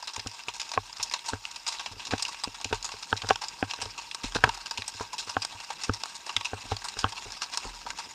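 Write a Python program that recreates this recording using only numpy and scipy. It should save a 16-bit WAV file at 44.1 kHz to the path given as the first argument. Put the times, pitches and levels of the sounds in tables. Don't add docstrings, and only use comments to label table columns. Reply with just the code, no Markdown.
import sys
import numpy as np
from scipy import signal
from scipy.io import wavfile

SR = 44100
rng = np.random.default_rng(int(sys.argv[2]) if len(sys.argv) > 2 else 0)


def wrap_up_sound(samples):
    columns = np.atleast_2d(samples).T
    tamed = np.clip(columns, -1, 1)
    steps = np.round(tamed * 32767).astype(np.int16)
    wavfile.write(sys.argv[1], SR, steps)


N = 358974


def amp(db):
    return 10 ** (np.asarray(db) / 20)


def rms_one(x):
    return x / np.sqrt(np.mean(x ** 2) + 1e-20)


def drift(rate):
    step = 40
    r = np.exp(-2 * np.pi * rate * step / SR)
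    noise = rng.standard_normal(N // step + 2002)
    slow = signal.lfilter([1], [1, -2 * r, r * r], noise)[2000:]
    return np.interp(np.arange(N) / step, np.arange(len(slow)), rms_one(slow))


def resonance(x, hz, width_hz):
    r = np.exp(-np.pi * width_hz / SR)
    zeros = (1 - r * r) / 2 * np.array([1, 0, -1])
    return signal.lfilter(zeros, [1, -2 * r * np.cos(2 * np.pi * hz / SR), r * r], x)


def ring(clicks, hz, t60):
    r, w = amp(-60 / (t60 * SR)), 2 * np.pi * hz / SR
    return signal.lfilter([0, np.sin(w)], [1, -2 * r * np.cos(w), r * r], clicks + 1e-18)


def stones(per_s, spread_db):
    sizes = amp(spread_db * np.minimum(rng.exponential(1, N), 5)) * rng.choice([-1, 1], N)
    return rms_one(sizes * (rng.random(N) < per_s / SR))


# t/s, level/dB
RUSTLE_COURSE = [(0.0, -70), (1.7, -68), (1.92, -64), (6.35, -64.5), (6.55, -61), (8.14, -61.5)]


def rustle_level():
    return np.interp(np.arange(N) / SR, *np.transpose(RUSTLE_COURSE))


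# lower f/Hz, upper f/Hz
RUSTLE_BAND_HZ = (31, 430)


def air(level_db):
    band = signal.butter(2, RUSTLE_BAND_HZ, "band", fs=SR, output="sos")
    rustle = signal.sosfilt(band, stones(1500, spread_db=4.5))
    return amp(level_db + 2.2 * drift(6.2)) * rms_one(rustle)


WIND_DB = -7


def wind(level_db, top_hz=55.6):
    band = signal.butter(2, [30, top_hz], "band", fs=SR, output="sos")
    low = signal.sosfilt(band, rng.standard_normal(N))
    return amp(level_db + WIND_DB + 5.1 * drift(12.0)) * rms_one(low)


# t/s, body level/dB, click level/dB re body, rattle level/dB re body
CASE_KNOCKS = [(0.179, -49.5, -9, -2.5), (0.262, -38.5, -5, -16), (0.483, -56, -12, -6),
               (0.776, -29.5, 7, -11.5), (0.997, -58, -14, -6), (1.334, -32, 3.5, -10), (1.914, -55, 2, -3),
               (1.966, -51, -23, -15), (2.085, -52, -12, 6), (2.126, -42.5, 13, -6),
               (2.136, -28.5, -2, -14), (2.475, -43.5, -10, -8.5), (2.655, -44.5, -2, -14),
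               (2.727, -33.5, 0.5, -8), (2.94, -56, 8, -12), (3.128, -27, 10, -15.5), (3.236, -45, 3, 0),
               (3.307, -25.5, 12.5, -13), (3.627, -32.5, 7.5, -10.5), (3.789, -50, 2, -6),
               (3.825, -48, 5, -9), (3.859, -48, 2, 1.5), (4.243, -41, -5, -4), (4.36, -33.5, 8.5, -6.5),
               (4.4391, -30, 16, -12.5), (4.455, -36, -6, -14), (4.477, -44.5, 4, -3.5),
               (4.787, -45.5, -3, -8.5), (4.948, -53, -17, -14), (5.008, -36, -2, -15.5),
               (5.274, -57, 4, 2), (5.367, -28.5, 9, -13), (5.55, -58, -15, -17), (5.895, -31.5, 8, -15.5),
               (6.37, -58, -10, -6), (6.533, -35.5, 6.5, -8), (6.655, -52, -17, -2), (6.718, -30.5, -3, -9),
               (6.969, -48, 14.5, -5), (7.0424, -28.5, 13.5, -14.5), (7.263, -56, -4, 3),
               (7.654, -40.5, -20, -3), (7.855, -55, -1, -5)]
# f/Hz, level/dB, t60/s
MOUNT_MODES = [(40.3, -0.5, 0.46), (101.6, 17.5, 0.13), (265, 7.5, 0.03), (426.3, 6.5, 0.037),
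               (776, 4.5, 0.032), (897, -1.5, 0.034), (1077, -0.5, 0.029), (1280, 5.5, 0.013),
               (1574, 7.5, 0.013), (2540, 4.5, 0.01), (3150, 8, 0.0051)]
PUSH_HZ = (42, 99, 245, 442, 1575, 2650)
SWAY_DB, SWAY_PER_RATTLE = 8.5, 2.4
BOOM_DB, BOOM_PER_BODY, BOOM_PER_RATTLE = -29.5, -0.31, -0.31
UNEVEN_DB, UNEVEN_PER_RATTLE = 8, 0.25
CRACK_DB = -8.5


def knocks(rattle_s=0.013, lag_s=0.0035):
    s, level_db, click_db, rattle_db = np.transpose(CASE_KNOCKS)
    sway_db = SWAY_DB + SWAY_PER_RATTLE * np.minimum(rattle_db, -3)
    boom_db = BOOM_DB + BOOM_PER_BODY * level_db + BOOM_PER_RATTLE * rattle_db
    spectra = np.transpose([sway_db, boom_db, 0 * s, 0 * s, click_db, click_db + CRACK_DB])
    uneven_db = np.maximum(UNEVEN_DB + UNEVEN_PER_RATTLE * rattle_db, 0)
    scatter_db = uneven_db[:, None] * rng.standard_normal((len(s), len(MOUNT_MODES)))
    at = np.round(s * SR).astype(int)
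    shaking = signal.windows.gaussian(round(8 * rattle_s * SR), rattle_s * SR)
    touches = stones(900, spread_db=6.0) * amp(-28.5)
    out = np.zeros(N)
    for k, (hz, mode_db, t60) in enumerate(MOUNT_MODES):
        share_db = [np.interp(np.log(hz), np.log(PUSH_HZ), spectrum) for spectrum in spectra]
        push = amp(level_db + share_db + mode_db)
        clicks, shake = np.zeros((2, N))
        clicks[at] = push * amp(scatter_db[:, k])
        shake[at + round(lag_s * SR)] = push * amp(rattle_db)
        clicks += touches * signal.fftconvolve(shake, shaking, "same")
        polarity = (-1) ** max(k, 3)
        out += polarity * ring(clicks, hz, t60)
    blunt_contact = signal.butter(2, 6500, fs=SR, output="sos")
    return signal.sosfilt(blunt_contact, out)


# top of the clop f/Hz, bottom of the crunch f/Hz
CLOP_CRUNCH_HZ = (950, 2400)
USUAL_HZ, TILT_DB, FOCUS_DB = 4680, 8, 3.5
PEAK_DB, PEAK_OCTAVES = 2, 0.13


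def hoof_colour(hz, clop_db, centre_hz):
    crunch_hz = max(hz, CLOP_CRUNCH_HZ[1])
    above_usual, above_centre = np.log2(crunch_hz / np.array([USUAL_HZ, centre_hz]))
    crunch_db = TILT_DB * np.log2(centre_hz / USUAL_HZ) * above_usual - FOCUS_DB * above_centre ** 2
    crunch_db += PEAK_DB * np.exp(-(above_centre / PEAK_OCTAVES) ** 2)
    return np.interp(np.log(hz), np.log(CLOP_CRUNCH_HZ), [clop_db, crunch_db])


# t/s, crunch level/dB, clop level/dB re crunch, crunch centre f/Hz, t60/s
HOOF_STEPS = [(0.0258, -20, 12.5, 4500, 0.023), (0.0727, -12.5, -1, 3800, 0.1),
              (0.161, -17.5, 2, 5600, 0.039), (0.194, -13.5, -5, 3700, 0.04), (0.270, -9, -20, 5300, 0.033),
              (0.4826, -11.5, 0, 3700, 0.063), (0.537, -20, 0.5, 5630, 0.19), (0.597, -12, -7, 4100, 0.14),
              (0.691, -19.5, -8, 4360, 0.03), (0.716, -13.5, -3, 5200, 0.032), (0.735, -16, 0, 4000, 0.074),
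              (0.927, -23.5, -2, 4350, 0.033), (0.968, -24, 4, 4470, 0.031),
              (0.9978, -18.5, 9.5, 2460, 0.054), (1.0274, -7, -22, 6600, 0.057),
              (1.097, -24, -17, 5530, 0.013), (1.112, -14.5, 1, 5740, 0.079), (1.137, -7.5, 2, 3600, 0.075),
              (1.191, -17.5, -8, 3250, 0.022), (1.259, -17, -1, 5800, 0.13), (1.284, -9, -0.5, 5830, 0.055),
              (1.452, -11.5, -7, 3500, 0.0086), (1.5123, -15, -23, 5440, 0.016),
              (1.56, -11.5, -11.5, 4500, 0.036), (1.6648, -14.5, -4, 4220, 0.08),
              (1.677, -11.5, -3, 5470, 0.15), (1.721, -21, 2.5, 4830, 0.14), (1.7934, -17, 0.5, 3560, 0.11),
              (1.86, -13.5, -2.5, 3570, 0.073), (1.995, -24, -2, 2660, 0.13),
              (2.05, -19.5, -25, 4700, 0.065), (2.068, -18.5, -2.5, 4270, 0.058),
              (2.108, -15.5, 3.5, 3500, 0.16), (2.179, -17.5, -1, 4400, 0.11),
              (2.223, -8.5, -9, 5900, 0.049), (2.25, -13, -21, 3600, 0.031), (2.262, -18.5, 5, 5030, 0.073),
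              (2.28, -16, 2, 7140, 0.086), (2.344, -25, 3.5, 3260, 0.022), (2.436, -6.5, -1.5, 6130, 0.04),
              (2.543, -25.5, -5, 3950, 0.11), (2.600, -26, 10.5, 4000, 0.053),
              (2.612, -15.5, -5, 4370, 0.027), (2.644, -5.5, -16.0, 3600, 0.031),
              (2.726, -18, 15, 3370, 0.069), (2.744, -15, -9, 4600, 0.081), (2.8262, -16, -18, 6100, 0.017),
              (2.844, -9.5, -9, 6750, 0.076), (2.889, -24, 8, 4500, 0.036),
              (2.917, -21.5, 1.5, 3500, 0.076), (3.008, -37, -21, 6300, 0.049),
              (3.025, -14.5, -2, 5100, 0.081), (3.105, -24, -12, 5800, 0.033),
              (3.165, -17, -6, 4100, 0.046), (3.172, -15, -9.0, 4200, 0.056), (3.218, -18, 2, 2800, 0.049),
              (3.288, -8, -2, 5400, 0.06), (3.302, -13.5, 7, 2620, 0.051), (3.357, -11.0, 3.5, 4700, 0.015),
              (3.417, -14.5, 3.5, 5300, 0.12), (3.436, -25, 8, 4820, 0.073), (3.483, -16, -25, 5700, 0.041),
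              (3.71, -8, -8.5, 3020, 0.026), (3.735, -14, 5.5, 3830, 0.03), (3.815, -12, -2.5, 5400, 0.082),
              (3.978, -14.5, -3.5, 4570, 0.13), (4.1118, -14.5, -21, 3420, 0.029),
              (4.146, -14.5, 6, 5600, 0.027), (4.234, -15.5, -5.5, 4000, 0.14),
              (4.348, -12, 5, 4100, 0.094), (4.361, -13.5, 0, 4500, 0.026),
              (4.4404, -3.5, 13.5, 2760, 0.012), (4.4435, -27, 20, 2800, 0.036),
              (4.491, -11, 1, 3100, 0.02), (4.543, -17.5, 0.5, 7160, 0.071), (4.573, -22, 3, 6400, 0.032),
              (4.659, -16, -2, 4040, 0.048), (4.667, -22, -44, 4600, 0.024),
              (4.71, -10.5, 4.5, 5300, 0.035), (4.774, -8, -10, 4400, 0.061), (4.82, -22, 4, 2700, 0.029),
              (4.878, -13.5, -7, 7700, 0.062), (5.008, -22, 7.5, 5140, 0.14),
              (5.130, -17.5, 3.5, 6800, 0.082), (5.1808, -13.5, -15, 5370, 0.17),
              (5.293, -14.5, -4.5, 5330, 0.13), (5.419, -12.5, -3, 4960, 0.07),
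              (5.449, -4.5, -4, 5300, 0.011), (5.601, -22, 4.5, 4360, 0.026),
              (5.703, -16, 8.5, 4300, 0.053), (5.812, -19, -6, 4320, 0.15), (5.8354, -7, -7, 5500, 0.054),
              (5.935, -16.5, -4, 5370, 0.075), (6.035, -7.5, 0.5, 4800, 0.0099),
              (6.056, -15.5, 1, 6500, 0.025), (6.1515, -20, -8, 6700, 0.096), (6.264, -18, 5, 7040, 0.053),
              (6.293, -18, 8, 3600, 0.058), (6.364, -6.0, -4, 3300, 0.036), (6.409, -16, 4.5, 3380, 0.026),
              (6.4467, -14, -6.5, 4520, 0.1), (6.712, -20.5, 14.5, 3140, 0.078),
              (6.766, -8, -9.5, 4200, 0.014), (6.842, -15.5, 4, 7500, 0.11),
              (6.884, -12.5, -8, 4500, 0.049), (6.988, -7, -10, 4800, 0.1), (7.1217, -18, 6, 4000, 0.055),
              (7.289, -34, -6, 4500, 0.011), (7.303, -27, 9, 5500, 0.044), (7.418, -15, 3.5, 4260, 0.074),
              (7.536, -12, 1, 4660, 0.1), (7.573, -6.5, 0.5, 5940, 0.025), (7.643, -26, 14, 6500, 0.16),
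              (7.863, -25, 13, 4100, 0.1), (7.903, -13, -0.5, 4000, 0.027), (7.986, -15, 4.5, 5740, 0.088)]
# f/Hz, width f/Hz, level/dB
CASE_RESONANCES = [(406, 330, -24.5), (856, 530, -13), (946.3, 101, -3), (1103, 51, -9.5),
                   (1143, 602, -10.5), (1560, 110, -10), (1950, 1080, -12.5), (2668, 353, -6.5),
                   (3227, 530, -12.5), (3970, 540, -9), (4360, 520, -10), (4945, 710, -7.5),
                   (5372, 990, -13), (6770, 540, -12), (8115, 590, -17), (10700, 1200, -32.5)]
LIGHT_COUNT, LIGHT_DB, LIGHT_T60_S = 8, -24, 0.11
BED_DB, BED_RISE_DB_PER_S = -32.5, 0.335


def gravel(snap_db=5.5, snap_t60=0.0088, tail_db=-31.5, tail_t60=0.69, scatter_db=3.0, rise=0.026):
    t = np.arange(round(.3 * SR)) / SR
    light = [(when * N / SR, LIGHT_DB, 0, USUAL_HZ, LIGHT_T60_S) for when in rng.random(LIGHT_COUNT)]
    steps = np.array(HOOF_STEPS + light)
    own_db = scatter_db * rng.standard_normal((len(steps), len(CASE_RESONANCES)))
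    snap = amp(snap_db - 60 * t / snap_t60) * (1 - np.exp(-t / 0.00057))
    bursts = []
    for t60 in np.maximum(steps[:, -1], .004):
        fade = amp(-60 * t / t60) + amp(tail_db - 60 * t / tail_t60)
        bursts.append((1 - np.exp(-t / (rise * t60))) * fade)
    clumps = amp(3.08 * drift(197))
    crushed = [stones(9000, spread_db=2.5) for _ in range(2)]
    loose = [stones(14000, spread_db=4.5) for _ in range(2)]
    pebbles = amp(-9.5) * stones(400, spread_db=4.5)
    bed_db = BED_DB + BED_RISE_DB_PER_S * np.arange(N) / SR + 2.62 * drift(31)
    out = np.zeros(N)
    for k, (hz, width_hz, case_db) in enumerate(CASE_RESONANCES):
        blows, snaps = np.zeros((2, N + len(t)))
        for (s, level_db, clop_db, centre_hz, _), burst, step_db in zip(steps, bursts, own_db[:, k]):
            at = round(s * SR)
            gain = amp(level_db + hoof_colour(hz, clop_db, centre_hz) + step_db)
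            blows[at:at + len(t)] += gain * burst
            snaps[at:at + len(t)] += gain * snap
        bed_gain = amp(bed_db + 2.62 * drift(29.5))
        pebble_colour = amp(4.74 * rng.standard_normal(N))
        bed = bed_gain * (loose[k % 2] + pebbles * pebble_colour)
        uneven = clumps * amp(2.12 * drift(124))
        hooves = (snaps[:N] + uneven * blows[:N]) * crushed[k % 2]
        ringing = resonance(hooves + bed, hz, width_hz)
        out += amp(case_db) * resonance(ringing, hz, 2.14 * width_hz)
    port = signal.butter(2, 11500, fs=SR, output="sos")
    return signal.sosfilt(port, out)


def scene():
    rustle_db = rustle_level()
    heard = gravel() + knocks() + wind(rustle_db) + air(rustle_db)
    return np.array([heard, heard])


OVERLOAD = 0.66
CUTOFF_HZ = 15250
HISS_DB = -67.5
SIDE_DB = -84.5


def record(dry):
    excess = np.maximum(np.abs(dry) - OVERLOAD, 0)
    bent = dry - np.sign(dry) * .8 * excess
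    hiss = amp(HISS_DB) * rng.standard_normal(N)
    side = amp(SIDE_DB) * np.diff(rng.standard_normal((2, N + 1)))
    top_cut = signal.ellip(10, .5, 60, CUTOFF_HZ, fs=SR, output="sos")
    rumble_cut = signal.butter(2, 33, "high", fs=SR, output="sos")
    return signal.sosfilt(np.vstack([top_cut, rumble_cut]), bent + hiss + side)


dry = scene()
out = record(dry)
wrap_up_sound(out)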